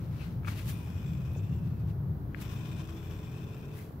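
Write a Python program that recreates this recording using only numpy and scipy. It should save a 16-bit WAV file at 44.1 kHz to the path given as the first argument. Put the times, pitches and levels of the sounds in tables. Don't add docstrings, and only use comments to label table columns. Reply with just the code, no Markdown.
import sys
import numpy as np
from scipy import signal
from scipy.fft import rfft, irfft
from scipy.io import wavfile
from scipy.ndimage import uniform_filter1d

SR = 44100
rng = np.random.default_rng(int(sys.argv[2]) if len(sys.argv) > 2 else 0)


def dump(signal):
    limited = np.clip(np.atleast_2d(signal).T, -1, 1)
    pcm = np.round(limited * 32767).astype(np.int16)
    wavfile.write(sys.argv[1], SR, pcm)


N = 176400
T = np.arange(N) / SR
HZ = np.fft.rfftfreq(4096, 1 / SR)


def amp(db):
    return 10 ** (np.asarray(db) / 20)


def unit(x):
    return x / np.sqrt(np.mean(x ** 2) + 1e-20)


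def unit_power(shape_db):
    return shape_db - 10 * np.log10(np.mean(amp(shape_db) ** 2))


def read(points, hz):
    f, value = np.transpose(points)
    return np.interp(np.log(hz + 1), np.log(f + 1), value)


def resonance_db(hz, width):
    return -13 * np.log10(1 + (2 * (HZ - hz) / width) ** 2)


def colour(x, gain_db):
    cepstrum = irfft(np.log(amp(gain_db)), axis=-1)
    half = len(HZ) - 1
    cepstrum[..., 1:half] *= 2
    cepstrum[..., half + 1:] = 0
    response = irfft(np.exp(rfft(cepstrum, axis=-1)), axis=-1)
    return signal.oaconvolve(x, np.atleast_2d(response), axes=1)[:, :N]


def drift(rate_hz):
    f = np.fft.rfftfreq(N, 1 / SR)
    return unit(irfft(rfft(rng.standard_normal(N)) * np.exp(-(f / rate_hz) ** 2), N))


def swell(peak, rise, fall):
    return np.exp(-.5 * abs((T - peak) / np.where(T < peak, rise, fall)) ** 1.67)


def shifted(x, shift_hz):
    return (signal.hilbert(x) * np.exp(2j * np.pi * np.cumsum(shift_hz) / SR)).real


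def impacts(grain_db, per_s, coherence=0.32):
    size = amp(grain_db * np.minimum(rng.exponential(1, N), 5))
    struck = rng.random(N) < per_s / SR
    left, other = np.sign(rng.standard_normal((2, N)))
    shared = rng.random(N) < coherence
    return unit(size * struck * np.array([left, np.where(shared, left, other)]))


# frequency_hz, coherence_ratio
FIELD_COHERENCE = [(60, 1), (150, .98), (300, 0.81), (550, 0.74), (1000, 0.027), (12000, 0.036)]

def diffuse_noise(spectrum, top_hz):
    f = np.fft.rfftfreq(N, 1 / SR)
    left, other = rfft(rng.standard_normal((2, N)), axis=1)
    coherence = np.clip(read(FIELD_COHERENCE, f), 0, 1)
    right = coherence * left + np.sqrt(1 - coherence ** 2) * other
    gain = amp(read(spectrum, f)) / np.hypot(1, (f / top_hz) ** 10)
    return unit(irfft(np.array([left, right]) * gain, N, axis=1))


# frequency_hz, relative_db
RUMBLE_SPECTRUM = [(15, -55), (40, -29), (60, -17), (80, 0.5), (100, 1.5), (135, 0.5), (168, -1.5),
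                   (200, -11), (230, -13), (260, -29.5)]
# time_s, relative_db
RUMBLE_ENVELOPE = [(0, -36.5), (.45, -35), (.58, -38), (.69, -32), (.8, -38), (1.15, -32.5), (1.25, -34.5),
                   (1.5, -34), (1.66, -31), (1.85, -34), (2.1, -34), (2.3, -36.5), (2.7, -38), (3.3, -40),
                   (4, -43.5)]
# frequency_hz, relative_db
DEEP_SPECTRUM = [(15, -55), (28, -37), (40, -21.5), (54, 1.5), (75, -6.5), (110, -15), (200, -30)]

def rumble():
    level_db = np.interp(T, *np.transpose(RUMBLE_ENVELOPE))
    deep_db = -49 + 0.64 * (level_db - level_db.mean())
    deep = amp(deep_db) * diffuse_noise(DEEP_SPECTRUM, top_hz=201)
    upper = amp(level_db) * diffuse_noise(RUMBLE_SPECTRUM, top_hz=248)
    return (upper + deep) * amp([[.9], [-.9]])


# peak_s, spread_s, pitch_hz, glide_hz_per_s, level_db
MOTOR_TONES = [(2.3, .17, 301, 25, -52), (2.9, .16, 326, 35, -47.5), (3.55, .45, 431, 5, -55),
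               (2.6, 1.5, 397, 1, -60.5)]

def far_motor(waver_hz=1.0):
    out = np.zeros(N)
    for peak, spread, hz, glide, db in MOTOR_TONES:
        pitch = hz + glide * (T - peak) + waver_hz * drift(rate_hz=5.8)
        envelope = amp(db) * np.exp(-.5 * ((T - peak) / spread) ** 2)
        out += envelope * np.sin(2 * np.pi * np.cumsum(pitch) / SR)
    return out


# frequency_hz, relative_db
AIR_SPECTRUM = [(120, -7), (230, -2), (320, -1.5), (500, -11), (750, -15), (1100, -17), (1600, -24),
                (2600, -36.5), (4200, -38), (7000, -46), (9500, -51), (11500, -35.5), (15700, -33.5)]

def room_air():
    return amp(-49) * diffuse_noise(AIR_SPECTRUM, top_hz=SR)


def reverberation(x, level_db=-17, t60_s=.2):
    t = T[:SR // 2]
    tail = rng.standard_normal((2, len(t))) * amp(-60 * t / t60_s) * np.minimum(t / 0.0092, 1)
    return amp(level_db) * signal.oaconvolve(x, tail / np.linalg.norm(tail[0]), axes=1)[:, :N]


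# frequency_hz, left_minus_right_db
WHEEL_BALANCE = [(600, -0.5), (1400, 13), (2500, 8.5), (4400, 7.5), (6500, 5.5), (8100, 0.5), (9800, -5),
                 (15000, -13)]

def placed(x):
    lean_db = read(WHEEL_BALANCE, HZ)
    excess_db = 10 * np.log10(np.cosh(lean_db * np.log(10) / 20))
    return colour(x, np.array([lean_db, -lean_db]) / 2 - excess_db)


# start_s, level_db, pitch_hz, rise_s, left_minus_right_db
KNOCKS = [(0.874, -44, 910, 0.00083, 7.5), (1.3606, -37, 530, 0.0018, 1), (2.3457, -31, 1880, 0.00062, 14)]
# delay_s, gain_db
REFLECTIONS = [(.0018, -16), (.003, -16), (.0042, -19)]

def knocks(direct_delay_s=0.0006, sharpness=3.6):
    out = np.zeros((2, N))
    for start, db, hz, rise, lean_db in KNOCKS:
        sides_db = db + np.array([[lean_db], [-lean_db]]) / 2
        for delay, gain_db in [(direct_delay_s, 0)] + REFLECTIONS:
            t = np.maximum(T - start - delay, 0)
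            envelope = (t / rise * np.exp(1 - t / rise)) ** sharpness
            out += amp(sides_db + gain_db) * envelope * np.sin(2 * np.pi * hz * t)
    return out


def ring(modes, start, rise_s, right_lag_rad=1.3):
    t = T[:SR]
    lag = np.array([[0], [right_lag_rad]])
    wave = sum(amp(db - 60 * t / t60) * np.sin(2 * np.pi * hz * t - lag) for hz, db, t60 in modes)
    attack = 1 - np.exp(-t / rise_s)
    return np.pad(wave * attack, ((0, 0), (round(start * SR), N)))[:, :N]


# pitch_hz, relative_db, t60_s
BODY_MODES = [(1020, -14, 0.014), (1320, 2, 0.015), (1590, -9.5, 0.044), (2260, -9, 0.034),
              (2480, -18, 0.048), (2860, -23, 0.019), (4500, -31, 0.016), (6340, -20.5, 0.01)]
# start_s, level_db
BODY_IMPACTS = [(0.433, -46), (.447, -37.5), (0.4729, -33), (0.4789, -39), (0.4805, -30), (0.484, -28)]

def clacks():
    return sum(amp(db) * ring(BODY_MODES, start, rise_s=0.00032) for start, db in BODY_IMPACTS)


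# peak_s, rise_s, fall_s, level_db
SLOW_RUBS = [(0, .03, 0.059, -61), (.222, 0.063, 0.067, -54.5), (.39, 0.087, 0.046, -77),
             (1.66, 0.012, 0.057, -64.5), (1.80, 0.017, 0.027, -67), (1.888, 0.017, 0.026, -61),
             (3.81, 0.026, 0.04, -78)]
# frequency_hz, relative_db
RUB_SPECTRUM = [(200, 1), (700, -3.5), (1400, 3), (1900, -2), (2200, 1.5), (3300, -4), (4300, -5.5),
                (4900, -8.5), (5500, -8), (7000, -12.5), (10000, -14.5), (15700, -13.5)]
# peak_s, rise_s, fall_s, level_db, treble_tilt_db_per_octave
QUICK_STROKES = [(0.481, 0.011, 0.02, -48.5, -2), (.525, 0.029, 0.016, -51.5, -4.5),
                 (.585, 0.022, 0.04, -49, -2.5), (0.696, 0.02, 0.017, -43.5, 0.8),
                 (.77, 0.023, 0.072, -62, 0), (2.385, 0.029, 0.031, -57, -6.5),
                 (2.422, 0.013, 0.0081, -47.5, 0.5), (2.518, 0.011, 0.034, -58.5, 3),
                 (3.775, 0.022, 0.028, -55, 2.6), (3.83, .03, 0.069, -62.5, 0)]
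# frequency_hz, relative_db
STROKE_SPECTRUM = [(200, -23), (600, -1.5), (1400, 1.5), (1900, 0.5), (2500, 3), (3500, 0.5), (4600, -1),
                   (5800, -3), (7200, -4), (9500, -4.5), (12000, -1), (15700, -2)]

def glove():
    fibres = impacts(grain_db=3.1, per_s=12000) * amp(0.59 * drift(rate_hz=39))
    rubbing = sum(amp(db) * swell(peak, rise, fall) for peak, rise, fall, db in SLOW_RUBS)
    out = colour(fibres * rubbing, unit_power(read(RUB_SPECTRUM, HZ)))
    treble_octaves = np.log2(np.maximum(HZ, 2000) / 2000)
    for peak, rise, fall, db, tilt in QUICK_STROKES:
        shape_db = read(STROKE_SPECTRUM, HZ) + tilt * treble_octaves
        out += colour(fibres * swell(peak, rise, fall), db + unit_power(shape_db))
    return out


# peak_s, spread_s, level_db, centre_hz, width_hz
SCUFF_BURSTS = [(.22, 0.017, -53, 2650, 450), (.225, 0.027, -62, 4060, 700),
                (0.455, 0.0055, -51.5, 2470, 300), (.53, 0.011, -57.5, 2700, 600),
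                (.594, 0.0082, -51, 2350, 400), (.693, 0.009, -55, 1580, 500),
                (1.335, .004, -60, 13000, 3970), (1.376, 0.0087, -61, 6500, 1200),
                (2.685, 0.0027, -62, 13000, 3500), (2.70, .006, -66, 3920, 900),
                (3.05, .012, -68, 14300, 1500), (3.11, .006, -66, 14000, 2500),
                (3.582, .003, -63, 14500, 1500)]

def scuffs():
    slips = impacts(grain_db=2.5, per_s=17000)
    out = np.zeros((2, N))
    for peak, spread, db, hz, width in SCUFF_BURSTS:
        shape_db = -20 * np.log10(1 + 2 * ((HZ - hz) / width) ** 2)
        out += colour(slips * swell(peak, spread, spread), db + unit_power(shape_db))
    return out


# peak_s, rise_s, fall_s, level_db
JUDDER = (3.806, .038, .014, -57.5)
# centre_hz, width_hz, relative_db
JUDDER_MODES = [(1620, 220, -2), (2060, 420, 0), (2560, 160, -5)]

def brake():
    peak, rise, fall, db = JUDDER
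    power = sum(amp(mode_db + resonance_db(hz, width)) ** 2 for hz, width, mode_db in JUDDER_MODES)
    slips = impacts(grain_db=3.0, per_s=900) * swell(peak, rise, fall)
    return colour(slips, db + unit_power(10 * np.log10(power)))


# pitch_hz, relative_db, t60_s
RIM_MODES = [(2520, -1, .4), (3044, -6, .6), (3488, -6, .4), (5816, -5, .3), (9493, -.5, .6),
             (11200, 2, .1), (14228, 2, .48)]
# start_s, level_db
RIM_RELEASES = [(0.695, -57.5), (2.425, -78)]

def rim(beat_hz=19, beat_db=3, rough_db=2.2, waver_hz=12):
    ringing = sum(amp(db) * ring(RIM_MODES, start, rise_s=0.008) for start, db in RIM_RELEASES)
    throb_db = beat_db * np.cos(2 * np.pi * beat_hz * T) + rough_db * drift(rate_hz=200)
    return shifted(ringing * unit(amp(throb_db)), waver_hz * drift(rate_hz=49))


# start_s, stop_s, level_db, decay_db_per_s, initial_turns_per_s, run_out_s
FREE_SPINS = [(0.717, 1.56, -57.5, 8, 15, 0.16), (2.411, 3.746, -55, 5.5, 14, 0.073)]
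# peak_s, spread_s, added_db
RATTLE_SURGES = [(1.11, .015, 2), (2.45, .015, 2), (2.52, .018, 2.5), (2.68, .025, 3), (2.80, .014, 4),
                 (2.89, .01, 2.5), (3.12, .014, 4.5), (3.39, .012, 2.5)]

def rolling(spin_up_s=0.0072, wobble=.12, flutter_db=1.5):
    level = np.zeros(N)
    for start, stop, db, decay, turns, run_out in FREE_SPINS:
        age = np.maximum(T - start, 0)
        fade = amp(-decay * age) * np.exp(-np.maximum(T - stop, 0) / run_out)
        angle = 2 * np.pi * np.cumsum(turns * np.sqrt(fade)) / SR
        swing = 1 + wobble * (np.cos(angle) + np.cos(2 * angle))
        level += amp(db) * np.minimum(age / spin_up_s, 1) * fade * swing
    surge_db = sum(db * swell(peak, spread, spread) for peak, spread, db in RATTLE_SURGES)
    rattle = impacts(grain_db=2.3, per_s=5000)
    return rattle * level * amp(surge_db + flutter_db * drift(rate_hz=120))


# time_s, pitch_hz, above_rolling_db
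HOWL_PATH = [(.75, 2490, -5), (1.15, 2500, -5), (1.36, 2520, -3.5), (1.53, 2750, -4), (1.65, 2660, -3),
             (1.8, 2580, 4.5), (2.45, 2480, -9), (2.7, 2560, -12), (3.15, 2560, -9), (3.55, 2640, -6.5),
             (3.75, 2620, -5)]

def howl(balls, jitter_hz=85, follow_s=.008):
    when, hz, db = np.transpose(HOWL_PATH)
    drive = np.sqrt(abs(uniform_filter1d(balls ** 2, round(follow_s * SR), axis=1)))
    pitch = np.interp(T, when, hz) + jitter_hz * np.array([drift(rate_hz=300), drift(rate_hz=300)])
    tone = unit(np.sin(2 * np.pi * np.cumsum(pitch, axis=1) / SR))
    return drive * amp(np.interp(T, when, db)) * tone


# centre_hz, width_hz, relative_db, left_minus_right_db
SHARP_MODES = [(1018, 40, -12.5, 3), (2440, 70, -14.5, 10), (3044, 22, -18, 6), (3485, 60, -19, 10),
               (5816, 30, -28, 9), (6830, 90, -28, 3), (7588, 55, -20.5, 1), (8075, 70, -23, 11),
               (8540, 130, -26.5, -1), (14400, 500, -17, -3)]

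def whine(balls, gain_db=2.5, shimmer_db=1.3, waver_hz=5):
    out = np.zeros((2, N))
    for hz, width, db, lean_db in SHARP_MODES:
        sides = unit(amp(np.array([[lean_db], [-lean_db]]) / 2))
        band = colour(balls, gain_db + db + unit_power(resonance_db(hz, width)))
        shimmer = unit(amp(shimmer_db * drift(rate_hz=28)))
        out += sides * band * shimmer
    return shifted(out, waver_hz * drift(rate_hz=29.7))


# frequency_hz, relative_db
BEARING_SPECTRUM = [(200, -13.5), (600, 6), (1100, -0.5), (1500, 6), (2000, -0.5), (3200, -2.5),
                    (4300, -8.5), (5600, -2.5), (6900, -9.5), (10000, -12.5), (13000, -17.5),
                    (15700, -16.5)]
# centre_hz, width_hz, relative_db
BROAD_MODES = [(1104, 110, 6), (2490, 460, 3.5), (2690, 200, -3), (3450, 500, 3), (5340, 350, -4),
               (6180, 71, -1), (13800, 490, -8.5)]

def bearing():
    balls = rolling()
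    power = amp(read(BEARING_SPECTRUM, HZ)) ** 2
    power += sum(amp(db + resonance_db(hz, width)) ** 2 for hz, width, db in BROAD_MODES)
    whir = colour(balls, unit_power(10 * np.log10(power)))
    return placed(whir + howl(balls)) + whine(balls)


def scene():
    near = bearing() + placed(glove() + scuffs() + brake() + rim() + clacks()) + knocks()
    return near + reverberation(near) + rumble() + far_motor() + room_air()


def record(dry):
    low_pass = signal.firwin(1023, cutoff=15730, window=("kaiser", 9), fs=SR)
    return signal.oaconvolve(dry, low_pass[None], "same")


dry = scene()
out = record(dry)
dump(out)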